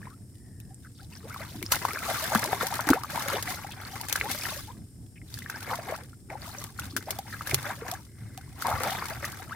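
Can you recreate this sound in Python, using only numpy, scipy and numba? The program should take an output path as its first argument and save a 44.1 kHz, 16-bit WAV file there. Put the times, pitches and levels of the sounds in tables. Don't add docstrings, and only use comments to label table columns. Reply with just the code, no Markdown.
import sys
import numpy as np
from scipy import signal
from scipy.fft import rfft, irfft
from scipy.io import wavfile
from scipy.ndimage import uniform_filter1d
from numba import njit

SR = 44100
rng = np.random.default_rng(int(sys.argv[2]) if len(sys.argv) > 2 else 0)


def digitize_waveform(pressure):
    field = np.atleast_2d(pressure).T
    bounded = np.clip(field, -1, 1)
    quanta = np.round(bounded * 32767).astype(np.int16)
    wavfile.write(sys.argv[1], SR, quanta)


N = 421155
T = np.arange(N) / SR
TOP_HZ = 16200

# start_s, rise_s, hold_s, bubbling_db, spray_db, pitch_hz
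SHOVES = [(0.0, 0.0039, 0.048, -49.5, -61, 1065), (0.811, 0.022, .008, -69, -60.5, 1417),
          (.966, .032, .013, -63, -60, 937), (1.097, .035, 0.028, -54, -55, 1070),
          (1.184, 0.19, .065, -43.5, -49.5, 1103), (1.471, .029, 0.25, -52.5, -52, 974),
          (1.7, 0.02, .01, -30, -35, 1333), (1.78, 0.054, 0.27, -37, -44.5, 1205),
          (1.991, 0.098, 0.18, -33.5, -37, 1146), (2.274, 0.063, 0.018, -28, -36, 1048),
          (2.408, 0.023, 0.013, -30.5, -39.5, 1134), (2.487, 0.03, 0.017, -31.5, -40, 887),
          (2.569, 0.043, .015, -30, -36, 1058), (2.642, .08, 0.087, -35, -42.5, 1130),
          (2.837, 0.056, 0.013, -29, -41, 1143), (3.012, 0.026, .012, -43, -49, 1197),
          (3.066, 0.098, 0.038, -32, -38.5, 1040), (3.224, 0.061, 0.073, -31, -39.5, 891),
          (3.434, 0.044, 0.051, -35.5, -39.5, 1252), (3.562, 0.018, 0.21, -45.5, -55.5, 1120),
          (3.776, 0.041, .05, -42.5, -49, 1210), (3.884, 0.04, 0.11, -41, -47, 1080),
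          (4.059, 0.045, 0.15, -39.5, -43, 1406), (4.272, 0.03, 0.02, -35, -35, 1445),
          (4.349, .11, 0.07, -37, -38.5, 1458), (4.67, 0.036, .007, -54, -62, 970),
          (5.228, .12, 0.057, -57.5, -50.5, 1495), (5.411, 0.1, 0.13, -43.5, -51.5, 1470),
          (5.61, 0.096, .025, -35, -42.5, 972), (5.768, 0.12, .045, -37, -47.5, 904),
          (6.284, 0.02, 0.042, -45, -58.5, 816), (6.357, 0.097, 0.17, -44, -48.5, 975),
          (6.732, 0.084, .03, -45.5, -48.5, 1330), (6.947, 0.048, .012, -48, -53.5, 1410),
          (7.034, 0.077, 0.0088, -40.5, -47.5, 850), (7.205, 0.089, 0.13, -46.5, -49.5, 1354),
          (7.434, 0.035, 0.12, -39, -44.5, 1300), (7.603, 0.066, 0.024, -34, -44, 1210),
          (7.777, 0.07, 0.033, -41.5, -55, 935), (7.853, 0.028, 0.009, -39, -45, 950),
          (8.124, 0.09, 0.61, -59, -61.5, 1015), (8.547, 0.081, 0.026, -41.5, -44.5, 1097),
          (8.6, 0.066, 0.1, -33.5, -45.5, 978), (8.74, 0.11, 0.07, -30.5, -39.5, 919),
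          (8.937, 0.017, 0.18, -37.5, -46, 1213), (9.167, 0.081, 0.028, -37, -45.5, 1405),
          (9.322, .027, 0.093, -45, -53.5, 1213), (9.47, 0.036, .04, -46.5, -54, 1370)]
# start_s, pitch_hz, level_db
PLOPS = [(0.07, 970, -35.5), (.705, 736, -50), (0.848, 1460, -47), (1.018, 760, -52), (1.344, 1240, -31),
         (1.361, 1060, -29), (1.405, 623, -36.5), (1.719, 1200, -22), (1.628, 2160, -26),
         (1.7358, 1380, -20), (1.74, 1350, -21), (1.8511, 960, -10), (1.883, 1110, -25), (1.908, 2160, -27),
         (1.959, 1580, -21.5), (1.972, 1360, -22.5), (2.32, 820, -19), (2.3499, 1090, -9),
         (2.352, 209, -17.5), (2.358, 1470, -11.5), (2.448, 945, -21), (2.53, 720, -13.5),
         (2.609, 1310, -21), (2.63, 477, -23), (2.725, 860, -23), (2.792, 980, -19.5), (2.8008, 1400, -20),
         (2.869, 290, -25), (2.889, 1420, -9), (2.893, 820, -14.5), (2.916, 280, -25), (2.933, 1290, -6),
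         (3.035, 1140, -24), (3.045, 1150, -24), (3.176, 920, -19.5), (3.341, 396, -28),
         (3.477, 1880, -20.5), (3.645, 767, -30), (4.1569, 1510, -14), (4.212, 2030, -11),
         (4.455, 1750, -19.5), (4.522, 600, -35), (4.565, 555, -36.5), (5.461, 1670, -28),
         (5.498, 1480, -22.5), (5.712, 920, -25), (5.729, 835, -22.5), (5.733, 1365, -22.5),
         (5.788, 640, -28), (5.894, 482, -31), (5.923, 603, -21.5), (6.301, 845, -39), (6.353, 800, -30.5),
         (6.965, 1530, -17.5), (6.975, 1430, -23), (7.189, 744, -25.5), (7.338, 1420, -31),
         (7.409, 1197, -24.5), (7.472, 1620, -25.5), (7.513, 2160, -17), (7.527, 124, -26),
         (7.531, 364, -26.5), (7.654, 1550, -26), (7.819, 442, -30.5), (8.377, 723, -38),
         (8.623, 1340, -21.5), (8.659, 720, -30), (8.6835, 726, -16), (8.714, 1110, -18),
         (8.726, 1230, -19.5), (8.835, 1260, -24), (8.866, 750, -19), (9.023, 1016, -22.5),
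         (9.244, 1790, -18.5)]
# start_s, level_db, decay_ms
SLAPS = [(0.601, -34, 1.5), (1.342, -31.5, 1.8), (1.627, -14.5, 0.77), (1.7196, -10, 5.5),
         (1.756, -14.5, 1.6), (1.851, -24, 4.6), (1.933, -19.5, 1.1), (2.144, -33, 3), (2.241, -15, 1.2),
         (2.3483, -18.5, 5.7), (2.393, -20.5, 3.6), (2.44, -16.5, 2.4), (2.458, -24, 1.2),
         (2.617, -32, 2.1), (2.668, -19, 3.4), (2.807, -21, 2.1), (2.87, -25, 2), (2.8885, -14.5, 2.4),
         (2.9024, -12.5, 2.2), (2.934, -29.5, 12), (3.035, -19.5, 1.1), (3.158, -24, 1.5),
         (3.283, -19.5, 2.1), (3.425, -22, 4.7), (3.501, -26, 3.3), (4.012, -22.5, 2.5), (4.085, -22.5, 3),
         (4.097, -18, 1.5), (4.126, -12, 2.9), (4.159, -17, 2.9), (4.314, -19.5, 3.4), (5.341, -26, 1.6),
         (5.388, -27.5, 2.3), (5.499, -26, 3.5), (6.64, -20, 1.23), (6.795, -24.5, 3.9), (6.9645, -20, 8),
         (7.106, -18, 4.2), (7.187, -25, 3.1), (7.471, -26.5, 7.5), (7.509, -24.5, 3.7), (7.5436, -6, 2.46),
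         (7.914, -14.5, 1.16), (8.376, -22, 0.97), (8.621, -24, 4.1), (8.669, -6, 0.45), (8.701, -27, 2.7),
         (8.834, -13, 1.2), (9.099, -25, 1.7), (9.249, -27.5, 8.2)]
# start_s, length_s, first_hz, last_hz, level_db
GULPS = [(0.076, 0.075, 980, 1380, -54), (0.993, 0.023, 1270, 1880, -51.5), (1.24, 0.039, 408, 720, -40.5),
         (1.301, 0.015, 1150, 1800, -38.5), (2.454, 0.066, 274, 630, -37.5),
         (2.9007, 0.016, 270, 298, -8.5), (2.924, 0.064, 343, 1165, -28.5), (3.329, 0.053, 520, 930, -29.5),
         (4.237, 0.051, 769, 1015, -34), (4.674, 0.045, 820, 1095, -41.5), (5.531, 0.03, 1397, 1750, -38),
         (5.937, 0.022, 777, 1710, -37), (6.312, 0.029, 570, 910, -36), (7.073, 0.018, 548, 1010, -31),
         (7.689, 0.033, 680, 1050, -34), (7.92, 0.028, 660, 856, -33), (9.51, 0.029, 1076, 1970, -33)]
# start_s, length_s, pitch_hz, level_db
SQUELCHES = [(0.839, 0.034, 1450, -54.5), (0.947, 0.11, 4400, -60), (1.122, 0.017, 2330, -52),
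             (1.217, 0.029, 4440, -64), (1.412, 0.025, 1810, -43.5), (1.487, 0.022, 3600, -52),
             (1.551, 0.09, 265, -40.5), (2.083, 0.036, 643, -30.5), (2.606, 0.021, 1230, -48),
             (3.15, 0.058, 1046, -40), (3.285, 0.085, 3280, -40.5), (3.301, 0.063, 550, -41),
             (4.215, 0.049, 490, -43), (3.711, 0.025, 3600, -44.5), (5.157, 0.027, 2260, -55),
             (5.698, 0.049, 1020, -33), (6.298, 0.0059, 2000, -38.5), (6.413, 0.092, 3340, -74),
             (6.9, 0.012, 4400, -45.5), (6.925, 0.066, 274, -40.5), (4.199, .15, 250, -47.5),
             (1.801, .14, 382, -48.5), (7.32, 0.027, 1650, -38.5), (7.684, 0.031, 1480, -37.5),
             (8.645, 0.1, 834, -30), (8.826, 0.064, 752, -33.5), (8.854, 0.14, 3420, -45)]
# start_s, pitch_hz, level_db
DRIPS = [(.612, 3680, -52), (.745, 8000, -31.5), (1.153, 4870, -34), (1.172, 5500, -35),
         (1.663, 5100, -21.5), (3.851, 4300, -29), (3.877, 4560, -33), (4.412, 5060, -25),
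         (5.216, 2020, -41.5), (5.341, 4560, -25), (5.374, 1650, -36), (5.421, 1920, -32),
         (5.560, 5200, -29.5), (6.131, 1350, -43.5), (6.419, 4400, -30.5), (6.585, 5900, -24),
         (6.625, 4070, -45), (6.644, 3300, -42), (6.790, 1400, -24), (6.820, 2640, -34),
         (7.882, 1660, -28.5), (7.951, 1590, -32), (8.411, 1460, -43)]
# start_s, length_s, level_db
THUDS = [(1.547, .3, -44), (4.097, 0.22, -46), (4.422, .35, -44), (7.495, 0.11, -43), (8.66, 0.17, -35.5),
         (8.95, 0.44, -46)]
# start_s, length_s, first_hz, last_hz, level_db
FAR_NOTES = [(0.33, 0.46, 1910, 1715, -71.5), (8.059, 0.87, 2074, 2024, -67),
             (8.082, 0.455, 1630, 1690, -69)]

# frequency_hz, level_db
WASH_EQ = [(40, -45), (100, 4), (200, 1.5), (400, -2.5), (800, -1), (1500, 3), (2200, 1.5), (2700, -10),
           (5000, -42)]
SPRAY_EQ = [(800, -5.5), (2200, -0.5), (3500, 3), (5500, 3), (7500, 0.5), (10000, 2), (13000, -5),
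            (15500, -1), (17000, -43.5)]
SLAP_EQ = [(50, -45), (150, -34.5), (500, 4), (1000, -3), (3500, 2), (6000, 3), (8000, 0), (12000, 3),
           (16000, -5.5)]
HEAVE_EQ = [(25, -34.5), (55, -3), (110, 7), (170, -6.5), (280, -6), (450, -16.5), (800, -46.5)]
MUD_EQ = [(20, -6.5), (45, 5), (75, 14), (130, 6), (300, -34.5)]
RUMBLE_EQ = [(20, -34.5), (35, -13.5), (55, -8), (85, -0.5), (115, 2), (160, -6.5), (220, -8.5), (300, -16),
             (450, -34), (700, -28.5), (1200, -47.5), (2500, -64)]
HISS_EQ = [(500, -11.5), (1800, -5), (2800, -28), (4200, -10.5), (5300, 9), (6300, -6.5), (7500, 8),
           (8300, 5), (8950, 15.5), (9700, -1), (12000, 2), (16000, -27.5)]
# frequency_hz, left_minus_right_db
MIC_TILT = [(100, 0), (600, 0.7), (1300, 4), (2400, 0.5), (4400, 0), (8000, -0.5), (13000, 10)]


def sloshing(peaks_db, fall_db_per_s, calm_db, curve=1.08):
    power = np.full(N, undb(calm_db) ** 2)
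    weighted_hz = power * np.mean(SHOVES, axis=0)[-1]
    for (start_s, rise_s, hold_s, _, _, hz), db in zip(SHOVES, peaks_db):
        span = slice(int(start_s * SR), int((start_s + 1) * SR))
        age_s = T[span] - start_s
        attack = np.clip(age_s / rise_s, 0, 1) ** curve
        release = undb(-fall_db_per_s * np.maximum(age_s - rise_s - hold_s, 0))
        shove = (undb(db) * attack * release) ** 2
        power[span] += shove
        weighted_hz[span] += shove * hz
    return 10 * np.log10(power), weighted_hz / power


def bubbles(level_db, centre_hz, spread, cycles, scatter_db, lag_ms, calm_share, rise, pool):
    when, chance = rng.random((pool, 2)).T
    pitch, size, damping, lag, pan = rng.standard_normal((pool, 5)).T
    at = (when * N).astype(int)
    sounding = chance < calm_share + undb(level_db[at] + 38)
    detune = np.exp(spread * np.clip(pitch, -3, 1.7))
    hz = np.minimum(np.broadcast_to(centre_hz, N)[at] * detune, TOP_HZ)
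    gain = undb(scatter_db * np.minimum(size, 2))
    decay_s = cycles * np.exp(0.4 * damping) / hz
    rows = np.column_stack([when * N / SR, hz, gain, decay_s, lag * lag_ms / 1000, 0.15 * pan])
    swarm = ring(rows[sounding], onset=0.48, rise=rise)
    trapped_air = np.clip(undb(level_db + 63), 0, 1)
    return steady(swarm, seconds=0.07) * undb(level_db) * trapped_air


def wash(level_db):
    churn = stereo_noise(side_db=-6) * patter(per_s=350, scatter_db=8.5, decay_ms=7.8)
    return steady(colour(churn, WASH_EQ), seconds=0.065) * undb(level_db)


def spray(level_db, mist=0.91):
    impacts = uniform_filter1d(unit(patter(per_s=390, scatter_db=11.5, decay_ms=2.7)), size=110)
    fizz = rng.standard_normal((2, N)) * (impacts + mist)
    return steady(colour(fizz, SPRAY_EQ), seconds=0.38) * undb(level_db)


def plops(gain_db=2, usual_cycles=3.34, usual_db=-25, damping=0.33, lag_ms=0.03):
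    start_s, hz, db = np.transpose(PLOPS)
    decay_s = usual_cycles * undb(-damping * (db - usual_db)) / hz
    lag, pan = rng.standard_normal((len(hz), 2)).T
    rows = np.column_stack([start_s, hz, undb(db + gain_db), decay_s, lag * lag_ms / 1000, 0.13 * pan])
    return ring(rows, onset=0.26, rise=0.038)


def slaps(gain_db=-2, attack_ms=0.53, spurt_db=1.5):
    out = np.zeros((2, N))
    ms = np.arange(SR // 16) * 1000 / SR
    for start_s, db, decay_ms in SLAPS:
        spurts = undb(spurt_db * unit(uniform_filter1d(rng.standard_normal(len(ms)), size=12)))
        envelope = (1 - np.exp(-(ms / attack_ms) ** 2)) * np.exp(-ms / decay_ms)
        burst = envelope * spurts * rng.standard_normal((2, len(ms)))
        add(out, start_s, undb(db + gain_db) * unit(burst) * np.sqrt(np.mean(envelope ** 2)))
    return colour(out, SLAP_EQ)


def gulps(bend=1.3, wobble=0.46):
    out = np.zeros((2, N))
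    for start_s, length_s, first_hz, last_hz, db in GULPS:
        progress = np.linspace(0, 1, int(length_s * SR))
        hz = first_hz * (last_hz / first_hz) ** (progress ** bend)
        tone = np.sin(2 * np.pi * np.cumsum(hz) / SR)
        flutter = unit(1 + wobble * unit(uniform_filter1d(rng.standard_normal(len(hz)), size=200)))
        arch = np.sqrt(4 * progress * (1 - progress))
        add(out, start_s, undb(db) * arch * flutter * tone)
    return out


def squelches(gain_db=-1, spread=0.13, cycles=3, count=48):
    out = np.zeros((2, N))
    for start_s, length_s, centre_hz, db in SQUELCHES:
        pitch, size, lag = rng.standard_normal((3, count))
        hz = centre_hz * np.exp(spread * pitch)
        decay_s = np.minimum(cycles / hz, 0.005)
        offset_s = length_s * rng.random(count)
        rows = np.column_stack([offset_s, hz, undb(6.2 * size), decay_s, 5e-5 * lag, np.zeros(count)])
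        cluster = ring(rows, onset=0.72, rise=0.025)[:, :SR // 2]
        rms = np.sqrt(np.sum(cluster[0] ** 2) / (length_s * SR))
        add(out, start_s, undb(db + gain_db) * cluster / rms)
    return out


def drips(cycles=6):
    start_s, hz, db = np.transpose(DRIPS)
    lag_s = 5e-5 * rng.standard_normal(len(hz))
    rows = np.column_stack([start_s, hz, undb(db), cycles / hz, lag_s, np.zeros(len(hz))])
    return ring(rows, onset=0.1, rise=0.034)


def reflections(water, gain_db=-9, decay_ms=7.4, low_cut_hz=800):
    ms = np.arange(SR // 8) * 1000 / SR
    tail = rng.standard_normal((2, len(ms))) * np.exp(-ms / decay_ms) * (ms > 1)
    tail /= np.sqrt(np.sum(tail ** 2, axis=1, keepdims=True))
    tail = signal.sosfilt(signal.butter(2, low_cut_hz, "high", fs=SR, output="sos"), tail)
    return undb(gain_db) * signal.fftconvolve(water, tail, axes=1)[:, :N]


def heave(stir_db, level_db=-47, follow=0.11, usual_db=-40, inertia_s=0.21):
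    slow_db = uniform_filter1d(stir_db, int(inertia_s * SR))
    body = colour(stereo_noise(side_db=-13.5), HEAVE_EQ)
    return body * undb(level_db + follow * (slow_db - usual_db))


def thuds():
    swell = np.zeros((1, N))
    for start_s, length_s, db in THUDS:
        add(swell, start_s, undb(db) * np.hanning(int(length_s * SR)))
    return swell * colour(stereo_noise(side_db=-10), MUD_EQ)


def open_air(rumble_db=-49, hiss_db=-62, waver_db=2.84):
    waver = unit(np.interp(T, np.linspace(0, T[-1], 140), rng.standard_normal(140)))
    rumble = colour(stereo_noise(side_db=-12.5), RUMBLE_EQ) * undb(rumble_db + waver_db * waver)
    hiss = colour(stereo_noise(side_db=-3), HISS_EQ) * undb(hiss_db)
    return rumble + hiss


def far_notes(roughness_hz=95):
    out = np.zeros((2, N))
    lowpass = signal.butter(2, roughness_hz, fs=SR, output="sos")
    for start_s, length_s, first_hz, last_hz, db in FAR_NOTES:
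        progress = np.linspace(0, 1, int(length_s * SR))
        grain = signal.sosfilt(lowpass, rng.standard_normal(len(progress)))
        tone = np.sin(2 * np.pi * np.cumsum(first_hz + (last_hz - first_hz) * progress) / SR)
        arch = np.sqrt(progress * (1 - progress))
        add(out, start_s, undb(db) * unit(grain * tone * arch))
    return out


@njit
def ring(rows, onset, rise):
    out = np.zeros((2, N))
    for row in rows:
        start_s, hz, gain, decay_s, lag_s, pan = row
        for channel, side in enumerate((1, -1)):
            arrival_s = start_s + side * lag_s / 2
            end = min(int((arrival_s + 7 * decay_s) * SR), N)
            for i in range(max(int(arrival_s * SR) + 1, 0), end):
                t = i / SR - arrival_s
                age = t / decay_s
                envelope = (1 - np.exp(-(age / onset) ** 2)) * np.exp(onset - age)
                tone = np.sin(2 * np.pi * hz * t * (1 + rise * age / 2))
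                out[channel, i] += gain * (1 + side * pan) * envelope * tone
    return out


def patter(per_s, scatter_db, decay_ms):
    hits = rng.random(N) < per_s / SR
    power = hits * undb(scatter_db * np.minimum(rng.standard_normal(N), 2.7)) ** 2
    feedback = np.exp(-2000 / (decay_ms * SR))
    return np.sqrt(signal.lfilter([1], [1, -feedback], power + 1e-12))


def steady(x, seconds):
    size = int(seconds * SR)
    power = uniform_filter1d(uniform_filter1d(np.mean(x ** 2, axis=0), size), size)
    return x / np.sqrt(np.abs(power) + 1e-4 * power.mean())


def stereo_noise(side_db):
    mid, side = rng.standard_normal((2, N))
    return unit(mid + undb(side_db) * side * np.array([[1], [-1]]))


def curve_db(points):
    hz, db = np.transpose(points)
    bins_hz = np.maximum(np.fft.rfftfreq(N, 1 / SR), 1)
    return np.interp(np.log(bins_hz), np.log(hz), db)


def colour(x, points):
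    return irfft(rfft(x) * unit(undb(curve_db(points))), N)


def add(out, start_s, sound):
    i = int(start_s * SR)
    out[:, i:i + sound.shape[-1]] += sound[..., :N - i]


def undb(db):
    return 10 ** (np.asarray(db) / 20)


def unit(x):
    return x / np.sqrt(np.mean(x ** 2))


def scene(gurgle_db=-5, droplet_db=-6, sparkle_db=-10, wash_db=-4, spray_db=-0.27):
    _, _, _, bubbling_peaks_db, spray_peaks_db, _ = np.transpose(SHOVES)
    stir_db, gurgle_hz = sloshing(bubbling_peaks_db, fall_db_per_s=151, calm_db=-73.5)
    mist_db, _ = sloshing(spray_peaks_db, fall_db_per_s=107.5, calm_db=-70.5)
    gurgle = bubbles(stir_db + gurgle_db, centre_hz=gurgle_hz, spread=0.38, cycles=5.04,
                     scatter_db=8, lag_ms=0.044, calm_share=0.15, rise=0.069, pool=5200)
    droplets = bubbles(mist_db + droplet_db, centre_hz=4603, spread=0.28, cycles=4.8,
                       scatter_db=4, lag_ms=0.11, calm_share=0.2, rise=0.045, pool=4500)
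    sparkle = bubbles(mist_db + sparkle_db, centre_hz=12540, spread=0.055, cycles=9,
                      scatter_db=3.5, lag_ms=0.55, calm_share=0.16, rise=0, pool=4000)
    water = gurgle + droplets + sparkle + wash(stir_db + wash_db) + spray(mist_db + spray_db)
    water += plops() + gulps() + slaps() + squelches() + drips()
    return water + reflections(water) + heave(stir_db) + thuds() + open_air() + far_notes()


def record(dry):
    tilt_db = curve_db(MIC_TILT)
    heard = irfft(rfft(dry) * undb(np.array([tilt_db, -tilt_db]) / 2), N)
    return signal.sosfilt(signal.ellip(10, 0.2, 70, TOP_HZ, fs=SR, output="sos"), heard)


dry = scene()
out = record(dry)
digitize_waveform(out)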